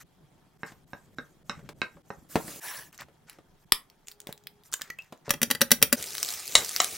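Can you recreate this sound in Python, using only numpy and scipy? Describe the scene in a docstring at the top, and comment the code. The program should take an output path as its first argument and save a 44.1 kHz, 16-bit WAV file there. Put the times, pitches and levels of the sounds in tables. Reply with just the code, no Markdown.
"""A knife dices meat on a wooden board in a quiet home kitchen, miked from close by on a phone in short, hard-cut shots.
The board and a plastic cup slide over the counter, packaging and shell crackle, an egg is cracked, chopsticks beat
in the cup, and a spatula turns rice that sizzles in a pan. Blows are noise bursts that ring damped modes;
rubbing, frying and room air are coloured noise. Echo and a left-right difference in the treble are added last."""
import sys
import numpy as np
from scipy import signal
from scipy.fft import rfft, irfft, next_fast_len
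from scipy.io import wavfile
from scipy.ndimage import uniform_filter1d

SR = 44100
rng = np.random.default_rng(int(sys.argv[2]) if len(sys.argv) > 2 else 0)


def persist_wave(psi):
    """Save psi, clipped to +-1, as 16-bit WAV."""
    counts = np.round(np.clip(psi, -1, 1) * 32767).astype(np.int16)
    wavfile.write(sys.argv[1], SR, np.atleast_2d(counts).T)


N = 307356


def amp(db):
    """Gain of a level in dB."""
    return 10 ** (np.asarray(db) / 20)


def unit(x):
    """x scaled to rms 1."""
    return x / np.sqrt(np.mean(np.abs(x) ** 2) + 1e-20)


def along(points, hz):
    """Value at each frequency, read between (Hz, value) points on a log axis."""
    point_hz, value = np.transpose(points)
    return np.interp(np.log(hz + 1), np.log(point_hz + 1), value)


def shade(spectrum):
    """Gain over frequency of a (Hz, dB) table."""
    return lambda hz: amp(along(spectrum, hz))


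def gains(rows):
    """One gain per sample for each dB column, silent outside the table."""
    s, *columns = np.transpose(rows)
    t = np.arange(N) / SR
    return [amp(np.interp(t, s, column, -200, -200)) for column in columns]


def filtered(x, response):
    """x shaped by a complex response of frequency."""
    n = x.shape[-1]
    padded = next_fast_len(n + 4096)
    spectrum = rfft(x, padded) * response(np.fft.rfftfreq(padded, 1 / SR))
    return irfft(spectrum, padded)[..., :n]


def peak(f, hz, width_hz):
    """Response of one causal resonance, 1 at its centre."""
    return 1j * f * width_hz / (hz * hz - f * f + 1j * f * width_hz)


# Left-right likeness of nearby sounds. Each row: frequency in Hz, likeness (1 = identical).
NEAR_LIKENESS = [(60, 0.26), (240, 0.88), (950, 0.97), (3770, 1), (15000, 0.91)]


def rush(colour, alike, patchy_db, grit_db):
    """Stereo noise of rms 1: patches of random gain, roughened by millisecond grains."""
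    grit = amp(grit_db * np.repeat(rng.exponential(1, N // 32 + 1), 32)[:N])
    z = signal.stft(rng.standard_normal((2, N)) * grit, nperseg=256)[2]
    field = uniform_filter1d(rng.standard_normal(z.shape[1:]), size=5, axis=0)  # smooth over frequency
    field = uniform_filter1d(field, size=8, axis=1)  # and over time
    pair = signal.istft(z * amp(patchy_db * unit(field)), nperseg=256)[1][:, :N]

    def mid_side(hz):
        angle = np.arccos(np.clip(along(alike, hz), -1, 1)) / 2
        return colour(hz) * [np.cos(angle), np.sin(angle)]

    mid, side = filtered(pair, mid_side)
    return unit(np.array([mid + side, mid - side]))


def ring(modes, t, wander=.013):
    """Sum of damped modes whose strength and pitch vary randomly with the point of contact."""
    hz, db, t60 = np.transpose(modes)[:, :, None]
    chance = rng.standard_normal((2, len(hz), 1))
    decay = amp(db + 2.5 * chance[0] - 60 * t / t60)
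    return np.sum(decay * np.sin(2 * np.pi * hz * (1 + wander * chance[1]) * t), 0)


# Where one shot is cut to the next. Each entry: time in seconds.
SHOT_CUTS = [0.036, 0.575, 0.848, 1.149, 1.433, 1.733, 2.021, 2.286, 2.599, 2.916, 3.647, 4.059, 4.63,
             5.243, 5.958]


def add(track, s, sound, db, pan_db):
    """Lays a sound of the given peak level into the stereo track, up to the next cut."""
    room_s = min([cut - s for cut in SHOT_CUTS if cut > s], default=1)
    sound = amp(db) * sound[:round(room_s * SR) + 1] / np.abs(sound).max()
    start = round(s * SR)
    track[:, start:start + len(sound)] += sound * amp([[pan_db / 2], [-pan_db / 2]])  # positive is left


def contact(modes, ring_db, contact_s, bright_db, low_hz, rattle_db, rattle_s, size=SR // 5):
    """A decaying noise force and its longer rattle are heard directly and through the modes they excite."""
    t = np.arange(size) / SR
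    force = rng.standard_normal(len(t)) * (amp(-60 * t / contact_s) + amp(rattle_db - 60 * t / rattle_s))
    force[0] = 2.59  # a strong first sample, so that every blow excites all modes
    ringing = signal.fftconvolve(force, ring(modes, t))[:len(t)]
    sound = force / np.abs(force).max() + amp(ring_db) * ringing / np.abs(ringing).max()

    def tilt(f):
        slope = (1 + 1j * f / 500) ** (bright_db / (20 * np.log10(2)))  # dB per octave above 500 Hz
        return slope * (1j * f / (low_hz + 1j * f)) ** 2

    return filtered(sound, tilt)


# What the counter rings with. Each row: frequency in Hz, relative level in dB, t60 in seconds.
COUNTER_MODES = [(99, -9.5, 0.05), (159, -4, 0.09), (205, 0, 0.07), (252, 0, 0.05), (334, 2, 0.038),
                 (456, -2, 0.065), (572, -2.5, 0.089), (700, -5.5, 0.021), (1015, -2, 0.022)]


def blows(rows, modes, ring_db, contact_s, low_hz, rattle_db, rattle_s, thud_db, thud_grows, pan_db):
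    """Blows on one body, each passing a soft thud into the counter."""
    track = np.zeros((2, N + SR))

    def soft(f):  # cuts the deep bass and softens the treble of the thud
        return (1j * f / (110 + 1j * f)) ** 2 / (1 + 1j * f / 1500) ** 2

    for s, db, bright_db in rows:
        blow = contact(modes, ring_db, contact_s, bright_db, low_hz, rattle_db, rattle_s)
        add(track, s, blow, db, pan_db)
        thud = filtered(ring(COUNTER_MODES, np.arange(SR // 4) / SR), soft)
        add(track, s, thud, thud_db + thud_grows * db, 0)
    return track[:, :N]


def harder(rows, bright_db, per_db):
    """Adds the brightness column, which rises by per_db for each dB of peak level."""
    return [(s, db, bright_db + per_db * db) for s, db in rows]


def snaps(rows, ring_db, cycles, contact_s, low_hz, bright_db, wide_db):
    """Tiny dry breaks, each coloured by a few cycles of the fragment or bubble that it leaves."""
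    track = np.zeros((2, N + SR))
    for s, db, hz in rows:
        sound = contact([(hz, 0, cycles / hz)], ring_db, contact_s, bright_db, low_hz,
                        rattle_db=-17, rattle_s=.03, size=SR // 16)
        add(track, s, sound, db, wide_db * rng.standard_normal())
    return track[:, :N]


# Colour of the room air. Each row: frequency in Hz, relative level in dB.
AIR_COLOUR = [(12, -45), (20, 0), (42, -22.5), (137, -15.5), (232, -25), (405, -13.5), (441, -20),
              (728, -17.5), (1110, -21), (2850, -29), (3280, -28), (3870, -30), (15600, -38.5)]
# Left-right likeness of the room air. Each row: frequency in Hz, likeness.
AIR_LIKENESS = [(60, 4.5), (240, 0), (950, 0.5), (3770, 0.4), (15000, 0.5)]
# An appliance that hums through one shot. Each row: frequency in Hz, rms level in dB.
APPLIANCE_HUM = [(414, -69.5), (828, -79)]
# Faint narrow hisses of the room. Each row: frequency in Hz, resonance width in Hz, rms level in dB.
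ROOM_WHINE = [(3274, 110, -86.5), (750, 25, -83), (895, 40, -83)]


def air():
    """Steady room noise, narrow bands of filtered noise, and an appliance's sine hum in one shot."""
    t = np.arange(N) / SR
    hum = sum(np.sqrt(2) * amp(db) * np.sin(2 * np.pi * hz * t) for hz, db in APPLIANCE_HUM)
    hum = hum * (t > SHOT_CUTS[11]) * (t < SHOT_CUTS[12])
    whine = 0
    for hz, width_hz, db in ROOM_WHINE:
        hiss = filtered(rng.standard_normal(N), lambda f: peak(f, hz, width_hz) ** 2)
        whine = whine + amp(db) * unit(hiss)
    return amp(-67) * rush(shade(AIR_COLOUR), AIR_LIKENESS, patchy_db=-2.0, grit_db=-2.5) + hum + whine


# Blade, food, fingers and packaging rub close to the microphone.
# Each row: start in seconds, length in seconds, level in dB, share of treble from 0 to 1.
HAND_RUBS = [(0, 0.037, -51.5, 0.58), (0.662, 0.07, -51.5, 0.12), (1.526, 0.11, -62.5, 0),
             (1.647, 0.039, -65, 0), (2.919, 0.06, -54.5, 0.4), (2.987, 0.06, -44.5, 0),
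             (3.269, 0.12, -57, 0.06), (3.588, 0.1, -71, 1), (4.058, 0.098, -57, 0.78),
             (4.272, 0.066, -54, 0.2), (4.63, 0.074, -56.5, 0.84), (4.719, 0.091, -53, 1),
             (4.792, 0.16, -57, 0.1), (4.985, 0.13, -64, 0.13), (5.243, 0.051, -48, 0.03)]
# A faint rub around each chop: start in seconds relative to the chop, then length, level and treble as above.
BLADE_RUB = (-0.06, 0.28, -68, 0.76)
# Colour of the dull rubs. Each row: frequency in Hz, relative level in dB.
DULL_RUSTLE = [(300, -37), (700, -13), (1800, -6), (3300, -19), (5000, -17.5), (8200, -21), (9600, -40),
               (16500, -53)]
# Colour of the bright rubs. Each row: frequency in Hz, relative level in dB.
BRIGHT_SWISH = [(1000, -32), (3000, -11), (7000, 9.5), (10000, 2), (14000, 5), (16500, -12.5)]


def hands():
    """Noise strokes that swell and die, each mixed between a dull rustle and a bright swish."""
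    t = np.arange(N) / SR
    dull, bright = np.zeros((2, N))
    blade = [(chop_s + BLADE_RUB[0], *BLADE_RUB[1:]) for chop_s, *_ in KNIFE_CHOPS]
    for s, length_s, db, treble in list(HAND_RUBS) + blade:
        stroke = amp(db) * np.sin(np.pi * np.clip((t - s) / length_s, 0, 1) ** 0.53)  # rises faster than it falls
        dull += stroke * np.sqrt(1 - np.clip(treble, 0, 1))
        bright += stroke * np.sqrt(np.clip(treble, 0, 1))
    rustle = dull * rush(shade(DULL_RUSTLE), NEAR_LIKENESS, patchy_db=2, grit_db=2)
    return rustle + bright * rush(shade(BRIGHT_SWISH), NEAR_LIKENESS, patchy_db=4.5, grit_db=2.0)


# Level of the low rumble. Each row: time in seconds, level in dB.
RUMBLE_LEVEL = [(0, -65), (.45, -62), (1.45, -59.5), (1.62, -49.5), (1.95, -60), (2.3, -60), (2.45, -47),
                (2.6, -67), (3, -61.5), (4.2, -67.5), (5.2, -66), (5.28, -53.5), (5.6, -51), (5.95, -52.5)]
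# Colour of the low rumble. Each row: frequency in Hz, relative level in dB.
RUMBLE_COLOUR = [(30, -14.5), (60, -7), (110, -7.5), (150, 1), (210, -7), (330, -11), (700, -24.5),
                 (1500, -94.5)]


def weight():
    """A low rumble of bass noise, perhaps the counter under the working hands."""
    return gains(RUMBLE_LEVEL)[0] * rush(shade(RUMBLE_COLOUR), NEAR_LIKENESS, patchy_db=3.5, grit_db=0)


# Hands, board and cup knock the counter.
# Each row: start in seconds, peak level in dB, brightness in dB per octave.
COUNTER_BUMPS = [(0.465, -57, -24), (0.72, -42.5, -7), (1.593, -43.5, -7.5), (1.69, -29.5, -5.5),
                 (1.968, -44, -12), (2.356, -8.5, -8.5), (2.481, -33.5, -6), (2.56, -35, 3),
                 (3.005, -38, -4.5), (3.085, -42, -8.5), (3.386, -45, -8), (4.27, -36, -7),
                 (4.291, -32, -9), (5.124, -32.5, -7), (5.28, -29.5, -12.5)]


def bumps():
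    """Fairly long contacts that set the counter's low modes ringing."""
    return blows(COUNTER_BUMPS, COUNTER_MODES, ring_db=-30, contact_s=0.032, low_hz=230, rattle_db=-10.5,
                 rattle_s=0.13, thud_db=-3, thud_grows=1.0, pan_db=1.0)


# The knife meets the board. Each row: start in seconds, peak level in dB, brightness in dB per octave.
KNIFE_CHOPS = [(0.633, -19.5, -4.5), (0.933, -26, -4), (1.185, -23, -4), (1.496, -16.5, 1),
               (1.817, -15.5, -1.5), (2.104, -22.5, -5)]
# What the wooden board rings with. Each row: frequency in Hz, relative level in dB, t60 in seconds.
BOARD_MODES = [(525, -17, .03), (820, -17, .025), (1100, -13, .015), (1330, -11, .015), (1590, 0, .025),
               (1840, -3, .02), (2100, -5, .018), (2500, -9, .012), (3850, -7, .012), (5400, -9, .006),
               (7500, -24, .005)]


def chops():
    """Very short contacts in which the ringing wood outweighs the crack."""
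    return blows(KNIFE_CHOPS, BOARD_MODES, ring_db=14.5, contact_s=0.0051, low_hz=416, rattle_db=-21,
                 rattle_s=0.077, thud_db=-23, thud_grows=0.32, pan_db=-3.5)


# The board slides over the counter. Each row: time in seconds, level in dB.
BOARD_SLIDE_LEVEL = [(2.287, -45), (2.32, -46), (2.45, -47), (2.48, -42.5), (2.6, -47)]
# Colour of wood on the counter. Each row: frequency in Hz, relative level in dB.
WOOD_COLOUR = [(120, -34), (200, -19), (304, -4), (407, -12), (608, -8), (892, -16.5), (1280, -12.5),
               (3250, -17.5), (7660, -11.5), (15600, -14)]
# The cup is dragged over the counter. Each row: time in seconds, level in dB.
CUP_SLIDE_LEVEL = [(2.601, -46.5), (2.66, -37.5), (2.72, -39.5), (2.8, -43), (2.83, -49), (2.88, -56.5),
                   (2.917, -77)]
# Colour of plastic on the counter. Each row: frequency in Hz, relative level in dB.
CUP_COLOUR = [(180, -47), (300, -13.5), (970, -5), (1380, -10), (1690, -3), (3190, -11.5), (14900, -12.5),
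              (15700, -5), (16500, -36)]
# Resonances of the cup wall. Each row: frequency in Hz, width in Hz, relative level in dB.
CUP_WALL_PEAKS = [(990, 150, -9), (1710, 150, -3.5), (5750, 140, -1), (8700, 150, -18), (10100, 240, -1),
                  (11800, 190, -3), (13200, 270, -15), (14700, 320, -14)]


def slides():
    """The board hisses over the counter; the dragged cup's noise sings in its wall resonances."""
    board = gains(BOARD_SLIDE_LEVEL)[0] * rush(shade(WOOD_COLOUR), NEAR_LIKENESS, patchy_db=2.0, grit_db=0.6)

    def wall(f):
        singing = sum(amp(db + 7.0) * peak(f, hz, width_hz) for hz, width_hz, db in CUP_WALL_PEAKS)
        return shade(CUP_COLOUR)(f) * np.abs(1 + singing)

    return board + gains(CUP_SLIDE_LEVEL)[0] * rush(wall, NEAR_LIKENESS, patchy_db=3.0, grit_db=1.0)


# Egg shell and thin packaging crackle. Each row: start in seconds, peak level in dB, loudest frequency in Hz.
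SHELL_CRACKLES = [(2.9284, -39, 2780), (2.945, -39, 3800), (2.978, -32.5, 6440), (3.0099, -26, 4100),
                  (3.0225, -40, 2430), (3.2973, -27.5, 4000), (3.3305, -41, 3550), (3.9, -40, 5110),
                  (4.0718, -34, 8000), (4.0835, -25, 7940), (4.0969, -46, 4070), (4.115, -31, 4460),
                  (4.12, -32.5, 4630), (4.2027, -28.5, 8200), (4.2164, -40, 7700), (4.2712, -20.5, 4800),
                  (4.3265, -24, 3970), (4.3773, -38.5, 7300), (4.438, -45.5, 7160), (4.4706, -23.5, 4300),
                  (4.6362, -43.5, 4800), (4.717, -39, 12100), (4.726, -25, 8000), (4.732, -18, 7640),
                  (4.739, -8, 7860), (4.7927, -41, 7040), (4.812, -26, 6900), (4.8184, -16.5, 7350),
                  (4.8773, -42, 5850), (4.9026, -25.5, 6120), (4.9875, -32, 2720), (5.022, -41, 6000),
                  (5.045, -45, 3500), (5.1248, -39, 3730), (5.176, -51, 7000)]


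def crackles():
    """Breaks of shell and packaging, each ringing a few cycles at its own pitch."""
    return snaps(SHELL_CRACKLES, ring_db=-4.5, cycles=7.2, contact_s=0.0063, low_hz=1624, bright_db=1.3, wide_db=0.0)


# Hard blows shake the phone. Each row: start in seconds, peak level in dB.
PHONE_JOLTS = [(3.7205, -35), (5.301, -42), (6.554, -38.5)]


def jolts():
    """Each blow gives the microphone membranes one slow push and return."""
    track = np.zeros((2, N + SR))
    u = np.arange(SR // 8) / SR / .006  # time in units of 6 ms
    for s, db in PHONE_JOLTS:
        add(track, s, u * (1 - u / 2) * np.exp(-u), db, 0)
    return track[:, :N]


# The egg is struck. Each row: start in seconds, peak level in dB.
EGG_BLOW = [(3.7215, 2.5)]
# What the shell rings with. Each row: frequency in Hz, relative level in dB, t60 in seconds.
SHELL_MODES = [(670, -14, .005), (1170, -11, .005), (3950, -3, .003), (5150, 0, .003), (12300, 1, .002)]


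def egg():
    """A bright crack with the very short ring of a thin shell."""
    return blows(harder(EGG_BLOW, bright_db=1.16, per_db=0), SHELL_MODES, ring_db=-2.5, contact_s=0.0095, low_hz=203,
                 rattle_db=-19.0, rattle_s=0.042, thud_db=-48, thud_grows=0, pan_db=2.0)


# The air in the opening shell pops, mostly higher as the gap widens.
# Each row: start in seconds, peak level in dB, frequency in Hz.
SHELL_POPS = [(4.7247, -37, 1420), (4.7379, -29.5, 1542), (4.7947, -40.5, 1520), (4.8119, -31, 1740),
              (4.9007, -28.5, 1965), (4.9866, -31.5, 2600), (5.0004, -40.5, 2720)]


def hollow():
    """Short wet pops of trapped air: one damped resonance driven by a fading noise burst."""
    track = np.zeros((2, N + SR))
    t = np.arange(SR // 5) / SR
    for s, db, hz in SHELL_POPS:
        cavity = ring([(hz, 0, 0.038)], t)  # t60 in seconds
        burst = rng.standard_normal(400) * np.hanning(800)[400:]
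        add(track, s, signal.fftconvolve(cavity, burst), db, 0)
    return track[:, :N]


# One chopstick strikes the cup just before the other.
# Each row: start in seconds, peak level in dB, lead of the first stick in seconds, its peak level in dB.
CHOPSTICK_BEATS = [(5.306, -4.5, 0.012, -22), (5.43, -5, .013, -10), (5.511, -5.5, .008, -16),
                   (5.615, -0.5, .006, -13), (5.716, 4, .009, -13), (5.826, 4, 0.0087, -19.5),
                   (5.927, -1, 0.0045, -34)]
# Further single strikes of a chopstick on the cup, without a lead. Each row: start in seconds, peak level in
# dB.
CHOPSTICK_SINGLE_STRIKES = [(5.338, -19), (5.55, -18.5)]
# What the plastic cup rings with. Each row: frequency in Hz, relative level in dB, t60 in seconds.
CUP_MODES = [(240, -2, .07), (567, -7, .045), (900, -17, .03), (1990, -4, .025), (2900, -7, .008),
             (3300, -7, .012), (3960, -7, .012), (4750, -7, .01), (5870, -3, .014), (7500, -9, .005),
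             (11200, -9, .006), (14800, -8, .006)]


def chopsticks():
    """Both sticks and a few further single strikes hit the cup, brighter when harder, with a long faint rattle."""
    first = [(s - lead_s, first_db) for s, _, lead_s, first_db in CHOPSTICK_BEATS]
    second = [(s, db) for s, db, *_ in CHOPSTICK_BEATS]
    rows = harder(first + second + list(CHOPSTICK_SINGLE_STRIKES), bright_db=1.34, per_db=0.1265)
    return blows(rows, CUP_MODES, ring_db=-5.0, contact_s=0.03, low_hz=250, rattle_db=-53,
                 rattle_s=0.38, thud_db=-23.5, thud_grows=1.0, pan_db=1.4)


# The pan's steady sound. Each row: time in seconds, fizz level in dB, stirring level in dB.
SIZZLE_LEVEL = [(5.96, -36.5, -39.5), (6.05, -40, -54.5), (6.25, -39, -55.5), (6.3, -34.5, -55),
                (6.45, -42, -61.5), (6.6, -33.5, -40.5), (6.7, -39, -57.5), (6.8, -35.5, -51),
                (6.97, -39, -55)]
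# Colour of the steam. Each row: frequency in Hz, relative level in dB.
FIZZ_COLOUR = [(410, -46), (700, -9), (1050, -15), (1240, -5.5), (1430, -13.5), (2130, -5.5), (3040, -7.5),
               (5580, -3), (14300, -9.5), (15900, -10), (16500, -40)]
# Colour of the pushed rice. Each row: frequency in Hz, relative level in dB.
STIR_COLOUR = [(35, -38), (60, -0.5), (306, -4.5), (412, 2), (962, -13), (1280, -22), (1500, -3.5),
               (1950, -28), (3300, -120)]


def frying():
    """Gritty noise of dense tiny steam bursts over the soft low push of the rice."""
    fizz, stir = gains(SIZZLE_LEVEL)
    steam = fizz * rush(shade(FIZZ_COLOUR), NEAR_LIKENESS, patchy_db=2.5, grit_db=3.0)
    return steam + stir * rush(shade(STIR_COLOUR), NEAR_LIKENESS, patchy_db=1.5, grit_db=1)


# The loudest spits of hot fat. Each row: start in seconds, peak level in dB, loudest frequency in Hz.
FAT_SPITS = [(6.1813, -14, 4300), (6.2296, -5.5, 7600), (6.2888, -15, 5100), (6.324, -20, 7600),
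             (6.6476, -15.5, 8700), (6.6926, -12.5, 9100), (6.03, -24, 7660), (6.763, -6.5, 5800),
             (6.8182, -10.5, 3200), (6.8449, -9, 10700)]


def spits():
    """Bubbles of hot fat burst as bright snaps, scattered across the stereo width."""
    return snaps(FAT_SPITS, ring_db=-3.5, cycles=9.1, contact_s=0.0038, low_hz=1200, bright_db=1.94, wide_db=-2.5)


# The spatula hits the pan. Each row: start in seconds, peak level in dB.
SPATULA_BLOWS = [(6.553, 2.5), (6.802, -5)]
# What the pan rings with. Each row: frequency in Hz, relative level in dB, t60 in seconds.
PAN_MODES = [(780, -12, .02), (1280, -7, .015), (2180, -2, .008), (3050, -4, .008), (3900, -1, .008),
             (4600, -3, .005), (5600, -2, .005), (6800, -2, .007), (7400, -3, .007), (9000, -10, .004)]


def spatula():
    """Short contacts with the pan's well-damped modes, brighter when harder."""
    return blows(harder(SPATULA_BLOWS, bright_db=1.82, per_db=0.26), PAN_MODES, ring_db=7.5, contact_s=0.011,
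                 low_hz=490, rattle_db=-16, rattle_s=0.15, thud_db=-32, thud_grows=0.75, pan_db=2.0)


# Reverberation of the kitchen. Each row: frequency in Hz, t60 in seconds.
KITCHEN_DECAY = [(150, 0.16), (1000, 0.24), (4000, 0.15), (14000, .17)]


def shots(near, far, steady):
    """Each shot has its own echo and ends abruptly; after the first, its steady sounds fade in."""
    out = np.zeros((2, N))
    edges = [0] + [round(s * SR) for s in SHOT_CUTS] + [N]
    for a, b in zip(edges, edges[1:]):
        hz, t, z = signal.stft(rng.standard_normal((2, SR // 3)), SR, nperseg=256)
        z[1] = along(NEAR_LIKENESS, hz)[:, None] * z[0] + 1.2 * z[1]  # the two microphone ports are close together
        decay = amp(-60 * t / along(KITCHEN_DECAY, hz)[:, None])
        tail = signal.istft(z * decay, SR, nperseg=256)[1]
        tail = tail / np.linalg.norm(tail, axis=1, keepdims=True)
        delayed = np.pad(far[a:b], (150, 0))  # samples before the first echo
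        echo = signal.fftconvolve(delayed[None], tail, axes=1)
        # starts at -25 dB and rises on a 34 ms ramp
        fade = np.minimum(amp(-25) + np.arange(b - a) / (0.034 * SR), 1) if a else 1
        out[:, a:b] = near[:, a:b] + echo[:, :b - a] + fade * steady[:, a:b]
    return out


def scene():
    """All contacts with their share of echo, over the rubbing, frying and room air."""
    contacts = [(bumps(), -10), (chops(), -6.5), (crackles(), -12), (egg(), -13), (hollow(), -11),
                (chopsticks(), -14), (spits(), -11), (spatula(), -10)]  # (sound, echo dB)
    near = sum(sound for sound, _ in contacts)
    far = sum(amp(echo_db) * sound.mean(0) for sound, echo_db in contacts)
    steady = air() + hands() + slides() + frying()
    return shots(near, far, steady) + weight() + jolts()


def record(dry):
    """Makes left and right differ in the treble, softly clips the hardest blows and limits the band."""
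    high = filtered(dry.mean(0), lambda f: (1j * f / (5000 + 1j * f)) ** 3)
    shot = np.searchsorted(SHOT_CUTS, np.arange(N) / SR)
    difference = np.zeros(N)
    for k in range(len(SHOT_CUTS) + 1):
        # a short random noise filter, drawn anew for each shot
        noise = rng.standard_normal(256) * amp(-60 * np.arange(256) / SR / 0.02)
        part = high[shot == k]
        difference[shot == k] = signal.fftconvolve(part, noise / np.linalg.norm(noise))[:len(part)]
    stereo = dry + amp(-2.5) * difference * [[1], [-1]]
    clipped = stereo / (1 + np.abs(stereo) ** 8) ** (1 / 8)
    return filtered(clipped, lambda hz: np.clip((16800 - hz) / 1000, 0, 1) ** 2)  # falls from 15.8 to 16.8 kHz


dry = scene()
out = record(dry)
persist_wave(out)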